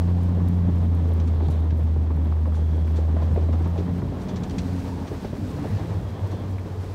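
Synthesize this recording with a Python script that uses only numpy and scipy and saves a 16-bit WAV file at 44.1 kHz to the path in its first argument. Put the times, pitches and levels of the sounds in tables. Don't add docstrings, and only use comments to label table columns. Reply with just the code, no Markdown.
import sys
import numpy as np
from scipy import signal
from scipy.fft import rfft, irfft
from scipy.io import wavfile
from scipy.ndimage import uniform_filter1d, map_coordinates

SR = 44100
rng = np.random.default_rng(int(sys.argv[2]) if len(sys.argv) > 2 else 0)


def file_out(sig):
    cols = np.atleast_2d(sig).T
    lim = np.clip(cols, -1, 1)
    pcm = np.round(lim * 32767).astype(np.int16)
    wavfile.write(sys.argv[1], SR, pcm)


N = 306054
TIME = np.arange(N) / SR


def undb(db):
    return 10 ** (np.asarray(db) / 20)


def unit(x):
    return x / np.sqrt(np.mean(x ** 2))


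def curves(table):
    times, *columns = np.transpose(table)
    return [np.interp(TIME, times, column) for column in columns]


def walk(rate_hz):
    size = 4096
    f = np.arange(size // 2 + 1) * SR / N
    coarse = irfft(rfft(rng.standard_normal(size)) / (1 + (f / rate_hz) ** 4), size)
    smooth = np.interp(TIME, np.linspace(0, TIME[-1], size), coarse)
    return unit(np.tanh(unit(smooth) / 2))


def colour(x, spectrum):
    hz, db = np.transpose(spectrum)
    f = np.maximum(np.arange(N // 2 + 1) * SR / N, 1)
    gain = undb(np.interp(np.log(f), np.log(hz), db, left=-80, right=-80))
    return unit(irfft(rfft(x) * gain, N))


def band(x, lo_hz, hi_hz):
    return signal.sosfilt(signal.butter(3, [lo_hz, hi_hz], "bandpass", fs=SR, output="sos"), x)


def noise_band(lo_hz, hi_hz):
    return unit(band(rng.standard_normal(N), lo_hz, hi_hz))


def grains(per_s, spread_db):
    chance, size, sign = rng.random(N), rng.exponential(size=N), rng.choice([-1, 1], N)
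    return (chance < per_s / SR) * sign * undb(spread_db * np.minimum(size, 3))


def burst(decay_s, rise):
    age = TIME[:SR // 5] / max(decay_s, .002)
    shape = (1 - np.exp(-age / rise)) * np.exp(-age)
    return rng.standard_normal(len(age)) * shape / shape.max()


def even(x, length_s):
    return x / np.sqrt(np.sum(x ** 2) / (length_s * SR))


def add(out, s, sound):
    i = max(int(s * SR), 0)
    out[i:i + len(sound)] += sound[:N - i]


# t/s, f/Hz
FIRING_RATE = [(0.0, 87.35), (0.5, 88.37), (1.41, 80.54), (2.2, 78.57), (3.09, 79.27), (3.59, 82.44),
               (4.1, 92.5), (4.64, 89.58), (5.08, 90.3), (5.6, 95.2), (5.78, 100.6), (6.0, 101.5),
               (6.25, 96.5), (6.94, 92.8)]
# t/s, level/dB
BOOM = [(0.05, -20), (0.64, -20.5), (1.0, -19), (2.2, -20.5), (3.41, -19), (3.58, -19.5), (3.92, -28),
        (4.15, -33.5), (4.36, -35.5), (4.68, -27.5), (4.92, -30.5), (5.2, -48.5), (5.91, -29.5),
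        (6.23, -41.5), (6.9, -28.5)]
# t/s, level/dB
THROBS = [(5.439, -22.5), (5.753, -18.5), (6.244, -16), (6.329, -21.5), (6.509, -21.5), (6.584, -35),
          (6.803, -44)]
# t/s, level/dB at twice its pitch, level/dB at three times, lope gain/dB
OVERTONES = [(0.0, -30, -41, -10), (0.65, -26.5, -42.5, -0.5), (1.05, -36.5, -45.5, -13.5),
             (1.6, -48, -53.5, -8), (2.3, -47.5, -52, -6), (2.6, -37.5, -45, -2), (3.45, -46, -44.5, -5),
             (3.65, -34, -55, -1), (3.9, -28.5, -36.5, -4), (4.1, -39.5, -41, 4), (4.3, -36.5, -52, -6.5),
             (4.55, -36, -38, 3.5), (4.75, -36, -33, -2), (5.15, -47, -46, -2), (5.65, -46, -39.5, -1),
             (5.92, -50, -49, 1), (6.2, -46.5, -56, -3), (6.9, -55, -55, -1.5)]
# multiple of the engine's cycle rate, level/dB
LOPE = [(5, -45), (6, -50.5), (7, -41.5), (9, -46), (12, -48.5), (13, -46), (15, -55), (17, -53), (18, -51),
        (21, -49.5), (32, -58), (37, -54), (40, -61)]
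# f/Hz, width/Hz, gain/dB
CAB_RESONANCES = [(165.8, 8.8, 14.5), (268, 11, -5)]

def engine(throb_s=0.026):
    firing_hz, = curves(FIRING_RATE)
    boom_db, = curves(BOOM)
    *overtones_db, lope_db = curves(OVERTONES)
    firing_phase = 2 * np.pi * np.cumsum(firing_hz) / SR
    thin_db = boom_db.max() - boom_db
    phase_wobble = 0.056 * thin_db
    flutter_db = (0.13 + 0.25 * thin_db) * walk(27)
    throb = sum(undb(db - 6) * np.exp(-((TIME - s) / throb_s) ** 2) for s, db in THROBS)
    out = -(undb(boom_db - 0.2 + flutter_db) + throb) * np.cos(firing_phase)
    for multiple, db in enumerate(overtones_db, 2):
        rough_db = (1 + 0.19 * thin_db) * walk(23.4)
        out -= undb(db + rough_db) * np.cos(multiple * firing_phase + phase_wobble * walk(10))
    for multiple, db in LOPE:
        ratio = multiple / 8
        cab_db = sum(gain / (1 + (2 * (ratio * firing_hz - hz) / width) ** 2)
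                     for hz, width, gain in CAB_RESONANCES)
        phase = ratio * firing_phase + 2 * np.pi * rng.random() + phase_wobble * walk(7.7)
        out += undb(db + lope_db + cab_db + 4 * walk(6.8)) * np.cos(phase)
    return np.sqrt(2) * out


# f/Hz, level/dB
RUMBLE_TONE = [(20, -32), (32, -14), (50, -1), (65, -6.5), (95, 1.5), (130, 0.5), (220, 1), (290, -4.5),
               (400, -20), (700, -27.5)]
# t/s, deep part level/dB, upper part level/dB
RUTS = [(0.05, -39, -41), (1.02, -40.5, -41), (1.48, -35.5, -39.5), (1.9, -41, -43.5), (2.57, -49, -44.5),
        (3.41, -36.5, -41), (3.58, -39, -43.5), (4.57, -39.5, -42), (4.91, -44, -43.5), (5.16, -53.5, -49),
        (5.51, -39, -38.5), (5.92, -45, -45.5), (6.17, -42, -60), (6.46, -43, -42), (6.9, -44, -65)]

def body_rumble(gain_db=8, jolt_db=1.8, split_hz=140):
    deep_db, upper_db = curves(RUTS)
    body = colour(rng.standard_normal(N), RUMBLE_TONE) * undb(gain_db + jolt_db * walk(8))
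    deep = signal.sosfiltfilt(signal.butter(3, split_hz, fs=SR, output="sos"), body)
    return deep * undb(deep_db) + (body - deep) * undb(upper_db)


# f/Hz, level/dB
TYRE_TONE = [(150, -3), (300, 1.5), (420, 2.5), (560, -2), (750, -4.5), (1000, -7.5), (1150, -10.5),
             (1380, -17), (1780, -18), (2100, -21.5), (2750, -27), (3300, -23.5), (4200, -31.5),
             (6500, -55.5)]
# t/s, level/dB
TYRE_LEVEL = [(0.05, -41.5), (1.67, -42), (1.9, -44.5), (2.24, -43), (2.51, -44.5), (3.25, -40.5),
              (3.9, -42), (4.19, -40), (5.15, -41.5), (5.42, -41.5), (5.62, -39), (5.75, -40), (6.9, -42.5)]

def tyres(gain_db=2, grit=0.68):
    db, = curves(TYRE_LEVEL)
    crush = rng.standard_normal(N) + grit * unit(grains(per_s=500, spread_db=0.5))
    return colour(crush, TYRE_TONE) * undb(db + gain_db + 1.13 * walk(22))


# f/Hz, level/dB
AIR_TONE = [(500, -7), (1500, 8), (1900, 4), (2700, 3.5), (3300, -1.5), (4000, 2.5), (5600, 0), (7000, -4),
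            (8400, -5.5), (10000, -10.5), (12500, -10), (16000, -14.5)]
# t/s, level/dB
AIR_LEVEL = [(0.05, -57), (0.12, -58.5), (1.15, -59.5), (1.46, -59.5), (1.84, -61.5), (2.43, -62),
             (2.78, -59), (3.9, -57.5), (4.36, -56.5), (4.48, -54), (4.69, -51.5), (5.3, -53.5),
             (5.79, -51), (6.08, -55.5), (6.69, -57), (6.9, -53)]

def window_air():
    db, = curves(AIR_LEVEL)
    fizz = rng.standard_normal(N) + 0.34 * unit(grains(per_s=220, spread_db=4))
    return colour(fizz, AIR_TONE) * undb(db + 0.9 * walk(7.9))


def flakes(gain_db=-42):
    return undb(gain_db) * band(grains(per_s=14, spread_db=3), lo_hz=8000, hi_hz=14400)


# t/s, crunch level/dB, thud level/dB, thud f/Hz, thud delay/s
SNOW_LUMPS = [(0.184, -43.5, -42, 310, 0.026), (0.286, -42, -38, 280, 0.0034),
              (0.372, -44, -22, 304, 0.00041), (0.401, -41, -38, 320, 0.017),
              (0.678, -48, -25.5, 296, 0.009), (1.104, -39.5, -31, 350, 0.018),
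              (1.405, -37.5, -25, 310, 0.019), (1.486, -37.5, -26.5, 330, 0.012),
              (1.721, -46, -27, 303, 0.003), (1.788, -49, -26, 310, 0.0027),
              (1.961, -40.5, -26, 362, 0.003), (2.104, -39.5, -29.5, 340, 0.00069),
              (2.169, -42, -27, 300, 0.014), (2.363, -45, -42, 338, 0.005), (2.455, -37.5, -29, 362, 0.014),
              (2.475, -50, -27, 340, 0.0021), (2.57, -41, -30, 320, 0.015), (2.731, -42, -28, 320, 0.011),
              (2.778, -41, -32, 327, 0.0011), (2.983, -41, -24.5, 345, 0.0031),
              (3.08, -43, -38, 330, 0.008), (3.131, -46, -28, 324, 0.011), (3.166, -33.5, -27, 329, 0),
              (3.221, -35, -30, 310, 0.019), (3.36, -33, -21, 405, 0.015),
              (3.486, -42, -22.5, 303.5, 0.0063), (3.529, -39, -27, 307, 0.01),
              (3.603, -39, -23, 300, 0.0059), (3.656, -37.5, -26.5, 334, 0.0066),
              (3.759, -36, -21, 363, 0.025), (3.799, -40, -25, 330, 0.008),
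              (3.879, -38.5, -22.5, 270, 0.0042), (4.018, -38, -24, 327, 0.0099),
              (4.119, -41, -46, 400, 0.0071), (4.287, -35, -43, 359, 0.021),
              (4.317, -43, -25, 340.2, 0.0079), (5.05, -37, -39, 310, 0.023),
              (5.111, -47, -25.5, 343, 0.005), (5.242, -37, -24.5, 407, 0.0068),
              (5.327, -54, -23.5, 330, 0.004), (5.587, -38, -34, 328, 0), (5.644, -35.5, -26, 318, 0.011),
              (6.231, -38.5, -42, 330, 0.016), (6.318, -40.5, -23.5, 320, 0.017)]

def scrunches(crunch_s=0.0091, thud_s=0.0041, thud_rise_s=0.0013, scuff_s=0.01303, sag=0.2):
    out, t = np.zeros(N), TIME[:SR // 20]
    fade = np.exp(-t / thud_s)
    swell = (1 - np.exp(-(t / thud_rise_s) ** 2)) * fade
    glide = 1 + sag * (2 * fade - 1)
    for s, crunch_db, thud_db, hz, delay in SNOW_LUMPS:
        shift = rng.uniform(0.85, 1.15)
        crunch = band(burst(crunch_s, rise=0.16), 420 * shift, 1000 * shift)
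        grit = undb(-18) * band(burst(crunch_s, rise=0.048), 1000, 2100)
        add(out, s - .001, undb(crunch_db + 0.5) * even(crunch + grit, crunch_s))
        thud = swell / swell.max() * np.sin(2 * np.pi * (np.cumsum(hz * glide) / SR + rng.random()))
        add(out, s + delay, undb(thud_db) * thud)
        scuff = band(burst(scuff_s, rise=0.31), 0.7 * hz, 1.67 * hz)
        add(out, s + delay - scuff_s / 2, undb(thud_db - 10) * even(scuff, scuff_s))
    return out


# t/s, level/dB
TICKS = [(0.234, -41), (0.4864, -34.5), (0.9504, -40.5), (1.1372, -38), (2.2503, -47), (3.5917, -48),
         (6.761, -45)]

def ticks(gain_db=-1, decay_s=0.00033):
    out, t = np.zeros(N), TIME[:SR // 100]
    for s, db in TICKS:
        tick = band(rng.standard_normal(len(t)) * np.exp(-t / decay_s), 7500, 15000)
        add(out, s, undb(db + gain_db) * tick / np.abs(tick).max())
    return out


# t/s, level/dB, decay/s, top f/Hz
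RUSTLES = [(0.476, -43, 0.0096, 5000), (1.199, -38.5, 0.0091, 6500), (1.274, -41, 0.0095, 8500),
           (1.485, -41, 0.002, 8500), (1.5, -44.5, 0.027, 13000), (1.707, -37.5, 0.005, 4800),
           (2.541, -42.5, 0.036, 9000), (2.875, -41.5, 0.01, 2980), (2.957, -41, 0.025, 9000),
           (3.213, -45, 0.034, 7000), (3.526, -41, 0.014, 6500), (3.642, -43.5, 0.018, 6500),
           (3.776, -39.5, 0.02, 5500), (4.214, -42.5, 0.018, 8000), (4.284, -37, 0.018, 6500),
           (4.359, -35.5, 0.014, 7000), (4.434, -32.5, 0.0087, 8500), (4.497, -35, 0.004, 7000),
           (4.508, -36.5, 0.0087, 8055), (4.583, -28.5, 0.011, 8040), (5.072, -38.5, 0.014, 7000),
           (5.246, -38.5, 0.0099, 5000), (5.766, -41, 0.025, 6000), (6.307, -42, 0.04, 6500),
           (6.582, -40, 0.0097, 2400)]
# f/Hz, width/Hz, level/dB
RUSTLE_RESONANCES = [(1610, 960, 7.5), (2350, 710, -1), (3380, 1300, 2.5), (4200, 620, -3),
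                     (5740, 750, 1.5), (6940, 1100, -9), (9900, 1500, -10)]

def rustles(gain_db=-1, low_hz=1300):
    out = np.zeros(N)
    for s, db, decay_s, top_hz in RUSTLES:
        scrape = burst(decay_s, rise=0.2)
        ring = sum(undb(ring_db) * signal.lfilter(*signal.iirpeak(hz, hz / width, fs=SR), scrape)
                   for hz, width, ring_db in RUSTLE_RESONANCES)
        brush = band(ring + undb(-12) * scrape, low_hz, top_hz)
        add(out, s - .001, undb(db + gain_db) * brush / np.abs(brush).max())
    return out


# t/s, level/dB, f/Hz
BUMPS = [(1.016, -26, 165), (1.194, -30, 168), (1.495, -22.5, 139.8), (1.728, -27, 168), (1.831, -24, 122),
         (1.981, -23, 133.4), (2.171, -25, 147.7), (2.483, -37, 178), (2.746, -29.5, 149),
         (3.233, -27.5, 148.4), (4.035, -23.5, 128.8), (5.122, -30.5, 140), (5.94, -27, 165.2),
         (6.339, -30, 170), (6.655, -32, 180.2)]

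def bumps(width_s=0.018, sag=0.12):
    out = np.zeros(N)
    for s, db, hz in BUMPS:
        from_peak = (TIME - s) / width_s
        falling_hz = hz * (1 - sag * np.tanh(from_peak))
        phase = 2 * np.pi * (np.cumsum(falling_hz) / SR + rng.random())
        out += undb(db) * np.exp(-from_peak ** 2) * np.sin(phase)
    return out


# start t/s, end t/s, level/dB, f/Hz, half-width as a share of f
WHISTLES = [(1.3, 1.657, -60.5, 3750, 0.15), (2.495, 3.019, -64.5, 3338, 0.025),
            (4.278, 4.41, -58, 3430, 0.05), (4.796, 5.08, -46.5, 909.6, 0.097),
            (5.2, 5.33, -62, 3292, 0.035), (5.914, 6.204, -64, 3290, 0.025),
            (6.269, 6.445, -58, 3367, 0.05)]

def whistles(gain_db=-1, waver_db=2, pitch_drift=0.012):
    out = np.zeros(N)
    for start, end, db, hz, share in WHISTLES:
        progress = np.clip((TIME - start) / (end - start), 0, 1)
        swell = np.sqrt(np.abs(np.sin(np.pi * progress)))
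        out += undb(db + gain_db) * swell * noise_band(hz * (1 - share), hz * (1 + share))
    drift = np.cumsum(pitch_drift * walk(12))
    drift -= uniform_filter1d(drift, size=SR // 4)
    return map_coordinates(out, [np.arange(N) + drift], order=1) * undb(waver_db * walk(20))


# t/s, level/dB, start f/Hz, end f/Hz, length/s
SQUEAKS = [(2.3234, -31.5, 1480, 450, 0.007), (2.523, -37, 1500, 900, 0.0026),
           (2.546, -41, 2000, 900, 0.0035), (2.691, -42, 1500, 600, 0.004)]

def squeaks():
    out = np.zeros(N)
    for s, db, start_hz, end_hz, length in SQUEAKS:
        progress = np.linspace(0, 1, int(length * SR))
        phase = 2 * np.pi * np.cumsum(start_hz * (end_hz / start_hz) ** progress) / SR
        swell = np.abs(np.sin(np.pi * progress ** .5)) ** .5
        add(out, s, undb(db) * swell * np.sin(phase))
    return out


# t/s, level/dB, f/Hz
HIGH_TONES = [(2.565, -61, 9480), (3.224, -60, 13100), (3.692, -58, 13130), (4.216, -61, 9850),
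              (4.338, -60, 13200), (5.499, -54, 8740)]

def high_tones(decay_s=0.0098, rise_s=0.002):
    out, t = np.zeros(N), TIME[:SR // 10]
    shape = (1 - np.exp(-t / rise_s)) * np.exp(-t / decay_s)
    for s, db, hz in HIGH_TONES:
        add(out, s, undb(db) * shape * np.sin(2 * np.pi * hz * t))
    return out


def shed_whoosh(at_s=5.7, level_db=-52, width_s=0.13):
    swell = np.exp(-((TIME - at_s) / width_s) ** 2)
    return undb(level_db) * swell * noise_band(lo_hz=974, hi_hz=2156)


def cab_shudder(at_s=5.92, level_db=-32, width_s=0.2):
    swell = np.exp(-((TIME - at_s) / width_s) ** 2)
    return undb(level_db) * swell * noise_band(lo_hz=70.27, hi_hz=113.7)


def scene():
    ongoing = engine() + body_rumble() + tyres() + window_air() + flakes()
    brief = scrunches() + ticks() + rustles() + bumps() + whistles() + squeaks() + high_tones()
    return (ongoing + brief + shed_whoosh() + cab_shudder())[None]


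def record(dry):
    hiss = undb(-72) * rng.standard_normal(dry.shape)
    treble_cut = signal.ellip(12, .2, 80, 15700, fs=SR, output="sos")
    return signal.sosfilt(treble_cut, dry + hiss)


dry = scene()
out = record(dry)
file_out(out)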